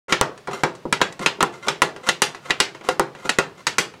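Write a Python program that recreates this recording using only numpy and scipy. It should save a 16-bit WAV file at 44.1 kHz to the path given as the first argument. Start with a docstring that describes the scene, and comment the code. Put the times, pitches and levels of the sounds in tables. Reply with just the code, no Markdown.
"""A hammer drives an iron hoop down a wooden barrel, close to the microphone, in uneven pairs of blows.
Each blow is decaying modes and dense clatter of hoop and staves, with a brief crack of noise almost at once
and a short ring of the workshop. Between blows the driver is set down with knocks, thuds and ticks, and
scraped along the hoop in random slips. A faint steady background lies behind; the microphone overloads on peaks."""
import sys
import numpy as np
from scipy import signal
from scipy.io import wavfile

SR = 44100
rng = np.random.default_rng(int(sys.argv[2]) if len(sys.argv) > 2 else 0)


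def wrap_up_sound(samples):
    """Save the sound to the file named by the first command line argument, as 16-bit audio."""
    columns = np.atleast_2d(samples).T
    # keep every value between -1 and 1, then stretch to whole-number steps
    tamed = np.clip(columns, -1, 1)
    steps = np.round(tamed * 32767).astype(np.int16)
    wavfile.write(sys.argv[1], SR, steps)


N = 176400  # samples, 4 s
T = np.arange(SR * 3 // 4) / SR  # time axis of one contact, s

# Hammer blows. Each row: start in seconds, wood in dB, hollow low modes in dB, clang in dB, sizzle in dB,
# crack in dB, room after-ring in dB, strongest ring at that spot in Hz.
HAMMER_BLOWS = [(0.124, 0.5, -0.5, 6, -3.5, -15, -0.5, 1346), (0.212, 2, 4, -8, -9, 12, 3, 1110),
                (0.6346, 4.5, 1.5, -2.5, -8.5, -6, -1.5, 1590), (0.926, -0.5, -6, 2, -0.5, 3.5, -2, 1360),
                (1.015, 2.5, -1.5, 4, -3, -0.5, -2, 1584), (1.261, -1, -1, 5.5, -3, 1, -1.5, 2534),
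                (1.406, -1, 3, 2.5, -12, -10, -2, 1303), (1.4275, 4, -1.5, -10.5, -4, 11.5, -2.5, 1000),
                (1.6833, -4, 4, 2.5, -2.5, -5, 0, 1963), (1.819, 4, 2.5, 1, 0.5, 12, -0.5, 975),
                (2.0887, -1.5, -1, 5.5, 3.5, -9, -4.5, 2046), (2.2193, -0.5, 0.5, 5, 7.5, 5.5, -0.5, 1244),
                (2.506, -5.5, -3, 6, -9.5, -12, -6, 1950), (2.6016, -2, 1, 7.5, 3, 3.5, -1, 2830),
                (2.8882, 0, 3, -6, -7.5, -0.5, -3, 737), (2.9956, 2.5, 7, -8, -9, 6, -1, 820),
                (3.2925, -3.5, -11, 4, 0, -25, -4, 1877), (3.3862, 4, -2.5, 1.5, -2.5, 5, -3, 1415),
                (3.668, -5, -12, 2, 0, -25, -0.5, 2020), (3.783, -2, 0, 3, 5.5, -21, 2, 2004)]
# Centres in Hz of the wood, clang and sizzle bands.
BLOW_BANDS_HZ = [1090, 3050, 11000]
# Light knocks of driver and barrel. Each row: start in seconds, level in dB, brightness in dB per octave.
LIGHT_KNOCKS = [(.081, -19, -5), (0.473, -15.5, -2.5), (.482, -10.5, -11.5), (.511, -18.5, -2.5),
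                (1.006, -13.5, -5.5), (1.193, -18.5, -1), (1.223, -20, -0.5), (1.674, -10, -7.5),
                (1.962, -18.5, -3.5), (2.347, -19.5, -1.5), (2.5, -8.5, -5), (2.748, -20.5, -2.5),
                (2.81, -22.5, -5.5), (2.847, -26, -1), (3.15, -23, -3), (3.938, -25.5, -3.5)]
# Soft thuds against the staves. Each row: start in seconds, level in dB.
STAVE_THUDS = [(0.853, -7.5), (1.2, -13), (1.386, -19), (3.251, -14.5)]
# Tiny ticks of steel on the hoop. Each row: start in seconds, level in dB.
HOOP_TICKS = [(0.3765, -26), (0.751, -25.5), (1.1243, -24), (1.5244, -34)]
# Driver scraping on the hoop. Each row: start in seconds, length in seconds, level at start in dB, at end in dB.
DRIVER_SCRAPES = [(0.087, 0.04, -26, -22.5), (0.501, 0.11, -31, -40), (1.202, 0.041, -23.5, -29),
                  (1.518, 0.084, -36.5, -46.5), (1.61, 0.067, -37, -28), (1.989, 0.096, -54, -26.5),
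                  (2.419, 0.1, -44.5, -26), (2.56, 0.051, -42, -44), (2.827, 0.088, -37.5, -31.5),
                  (3.14, 0.12, -53, -34.5), (3.563, 0.047, -42.5, -44)]
# Modes of barrel and hoop. Each row: frequency in Hz, level in dB, time to fall 60 dB in seconds.
BARREL_MODES = [(155, -20, 0.29), (346.2, -11, 0.25), (397.1, -8.5, 0.2), (513.8, -9.5, 0.16),
                (835, -18.5, 0.25), (970, -8.5, 0.056), (1303, -10.5, 0.1), (1413, -5, 0.088),
                (1950, -7, 0.056), (2730, -15, 0.16), (3882, -12, 0.052), (7730, -25, 0.091)]
# Dense clatter of hoop and staves. Each row: frequency in Hz, relative level in dB per Hz, 60 dB decay in seconds.
HOOP_CLATTER = [(29.8, -8.5, 0.031), (91, -18.5, .08), (155, -0.5, 0.076), (275, -2.5, 0.11),
                (383, 1.5, 0.076), (684, -4.5, 0.068), (923, 6, 0.024), (1430, 5, 0.016),
                (2080, -1.5, 0.046), (3600, -7.5, 0.041), (7100, -10.5, 0.043), (10280, -17, 0.038),
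                (15100, -41, 0.0084)]
# Workshop reverberation. Each row: frequency in Hz, relative level in dB per Hz, 60 dB decay in seconds.
WORKSHOP_REVERB = [(30, -32, 0.48), (83.6, -13.5, .4), (147.5, 3, .7), (240, -5.5, 0.6), (406, 4, 0.51),
                   (575, -1, 0.38), (1090, 2.5, 0.31), (1950, 3, 0.24), (4270, -2.5, 0.22),
                   (7600, -9, 0.21), (11700, -20.5, 0.17), (16000, -38, 0.13)]
# Spectra of crack, thud, tick, scrape and background. Each row: frequency in Hz, relative level in dB per Hz.
CRACK_SPECTRUM = [(100, 3.5), (800, 5), (2500, 4), (5000, -5), (9000, 0), (12000, -14.5), (16000, -20)]
THUD_SPECTRUM = [(220, 7.5), (850, -4), (2200, -29.5)]
TICK_SPECTRUM = [(1000, -7), (5000, -0.5)]
SCRAPE_SPECTRUM = [(40, -40), (140, 4), (420, 9), (700, 5), (1400, 9), (2000, -2), (3000, -2), (7000, -7.5),
                   (12000, -20), (16000, -40)]
BACKGROUND_SPECTRUM = [(30, -29), (150, -5.5), (400, -15.5), (2000, -19), (5000, -26.5), (16000, -45.5)]

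# Balance of the parts, dB
CLATTER_DB, MODES_DB, SPOT_DB, CRACK_DB, ROOM_DB = 12.5, 6.5, 4, 2, 7
BACKGROUND_DB = -51.5  # RMS level
# Time constants of onset, s
CLATTER_RISE_S, MODE_RISE_S, ROOM_RISE_S = 0.00032, 0.00013, 0.0041
CRACK_DECAY_S, CRACK_DELAY_S, SPOT_T60_S = 0.00086, 0.0004, 0.077
# Variation from one contact to the next
MODE_SPREAD_DB, SPOT_SPREAD_DB, HOLLOW_BELOW_HZ = 2, 5.0, 600
# Scrape: slips and grip, then the ringing they set off
GRIT_PER_S, GRIT_DB, GRIP_HZ, GRIP_DB, SWELL_S = 900, 4.5, 51, 5, 0.019
SCRAPE_ECHO_S, SCRAPE_ECHO_GAIN, RUB_BODY_DB = 0.024, 0.74, -12.5
SQUEAK_HZ, SQUEAK_DB, SQUEAK_T60_S = 2070, -10.5, 0.045
# Microphone
START_S, OPENING_S, CEILING, EDGE_HZ = 0.082, 0.0026, 0.92, 16000


def amp(db):
    """Decibels to gain."""
    return 10 ** (np.asarray(db) / 20)


def unit(x):
    """Scales to energy 1."""
    return x / np.sqrt(np.sum(x ** 2) + 1e-20)


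def read(table, hz, axis=1):
    """One column of a table, joined on a log-frequency axis."""
    table = np.array(table)
    return np.interp(np.log(hz + 1), np.log(table[:, 0]), table[:, axis])


def add(mix, s, sound):
    """Mixes a sound in at a time."""
    part = mix[max(round(s * SR), 0):][:len(sound)]
    part += sound[:len(part)]


def colour(x, table):
    """Causal minimum-phase filter with the given spectrum."""
    hz = abs(np.fft.fftfreq(4096, 1 / SR))
    log_gain = np.log(amp(read(table, hz)))
    # The Hilbert transform of the log gain gives the minimum phase.
    response = np.exp(np.conj(signal.hilbert(log_gain)))
    taps = np.fft.ifft(response).real[:2048]
    return signal.fftconvolve(x, taps)[:len(x)]


def dying(table, rise_s):
    """Countless overlapping resonances as noise, each band dying at its own speed."""
    hz, t, bands = signal.stft(rng.standard_normal(len(T)), SR, nperseg=128)
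    t60 = read(table, hz, axis=2)[:, None]
    noise = signal.istft(bands * amp(-60 * t / t60), SR)[1][:len(T)]
    rise = 1 - np.exp(-T / rise_s)
    return unit(colour(noise * rise, table))


def ring(hz, t60):
    """One decaying mode of energy 1, at a random phase."""
    tone = np.sin(2 * np.pi * (hz * T + rng.random()))
    rise = 1 - np.exp(-T / MODE_RISE_S)
    return unit(tone * amp(-60 * T / t60) * rise)


def barrel(after_db=0, hollow_db=0):
    """Struck barrel and room: hollow low modes, higher modes and clatter that vary at each contact."""
    modes = np.zeros(len(T))
    for hz, db, t60 in BARREL_MODES:
        variation_db = MODE_SPREAD_DB * rng.standard_normal()
        change_db = hollow_db if hz < HOLLOW_BELOW_HZ else variation_db
        modes += amp(db + change_db) * ring(hz, t60)
    clatter = amp(CLATTER_DB) * dying(HOOP_CLATTER, CLATTER_RISE_S)
    reverb = amp(ROOM_DB + after_db) * dying(WORKSHOP_REVERB, ROOM_RISE_S)
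    bands_hz = np.geomspace(520, 16000, 140)
    spot_db = SPOT_SPREAD_DB * rng.uniform(-1, 1, len(bands_hz))
    spot_db[0] = 0  # flat from the lowest band down
    return colour(clatter + reverb, np.c_[bands_hz, spot_db]) + amp(MODES_DB) * modes


def workshop():
    """Faint steady background of the place: noise of constant level with a falling treble."""
    noise = colour(rng.standard_normal(N), BACKGROUND_SPECTRUM)
    return amp(BACKGROUND_DB) * np.sqrt(N) * unit(noise)


def knocks():
    """Light contacts that set the same barrel ringing, the spectrum tilted towards the bass."""
    out = np.zeros(N)
    hz = np.array([750, 1000, 8000])
    octaves = np.log2(hz / hz[1])
    for s, db, tilt in LIGHT_KNOCKS:
        sound = colour(barrel(after_db=2.5), list(zip(hz, tilt * octaves)))
        add(out, s, amp(db) * sound)
    return out


def scrapes():
    """The driver slides in uneven slips that swell, setting hoop and staves ringing."""
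    slip_size = amp(GRIT_DB * np.minimum(rng.exponential(1, N), 2))
    slip_happens = rng.random(N) < GRIT_PER_S / SR
    slips = slip_size * rng.choice([-1, 1], N) * slip_happens
    # Slow noise of RMS 1 makes the grip waver.
    lowpass = signal.butter(2, GRIP_HZ, fs=SR, output="sos")
    grip = np.sqrt(N) * unit(signal.sosfilt(lowpass, rng.standard_normal(N)))
    grit = np.sqrt(N) * unit(colour(slips * amp(GRIP_DB * grip), SCRAPE_SPECTRUM))

    pressure = np.zeros(N)
    for s, length, first_db, last_db in DRIVER_SCRAPES:
        t = np.arange(0, length, 1 / SR)
        level_db = first_db + (last_db - first_db) * t / length
        add(pressure, s, amp(level_db) * np.minimum(t / SWELL_S, 1))
    rub = grit * pressure

    echo = unit(rng.standard_normal(len(T)) * np.exp(-T / SCRAPE_ECHO_S))
    body = unit(sum(amp(db) * ring(hz, t60) for hz, db, t60 in BARREL_MODES))
    squeak = ring(SQUEAK_HZ, SQUEAK_T60_S)
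    response = SCRAPE_ECHO_GAIN * echo + amp(RUB_BODY_DB) * body + amp(SQUEAK_DB) * squeak
    return rub / 2 + signal.fftconvolve(rub, response)[:N]


def hammer():
    """The barrel rings at each blow; a brief noise crack of steel on the driver joins 0.4 ms later."""
    out = np.zeros(N)
    for s, wood, hollow_db, clang, sizzle, crack_db, after_db, spot_hz in HAMMER_BLOWS:
        sound = barrel(after_db, hollow_db) + amp(SPOT_DB) * ring(spot_hz, SPOT_T60_S)
        balance = list(zip(BLOW_BANDS_HZ, (wood, clang, sizzle)))
        add(out, s, colour(sound, balance))
        burst = rng.standard_normal(len(T)) * np.exp(-T / CRACK_DECAY_S)
        crack = unit(colour(burst, CRACK_SPECTRUM))
        add(out, s + CRACK_DELAY_S, amp(CRACK_DB + crack_db) * crack)
    return out


def touches(events, spectrum):
    """Small contacts stir part of the barrel's range: soft wood the bass, steel on steel the treble."""
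    out = np.zeros(N)
    for s, db in events:
        add(out, s, amp(db) * colour(barrel(), spectrum))
    return out


def scene():
    """All sources at one close microphone."""
    ticks = touches(HOOP_TICKS, TICK_SPECTRUM)
    thuds = touches(STAVE_THUDS, THUD_SPECTRUM)
    return (workshop() + knocks() + scrapes() + hammer() + ticks + thuds)[None]


def record(dry):
    """The sound opens after a moment of silence; peaks saturate; then the band limit."""
    opening = np.clip((np.arange(N) / SR - START_S) / OPENING_S, 0, 1)
    overloaded = CEILING * np.tanh(dry * opening / CEILING)
    lowpass = signal.firwin(301, EDGE_HZ, window=("kaiser", 9), fs=SR)
    return signal.oaconvolve(overloaded, lowpass[None], "same")


dry = scene()
out = record(dry)
wrap_up_sound(out)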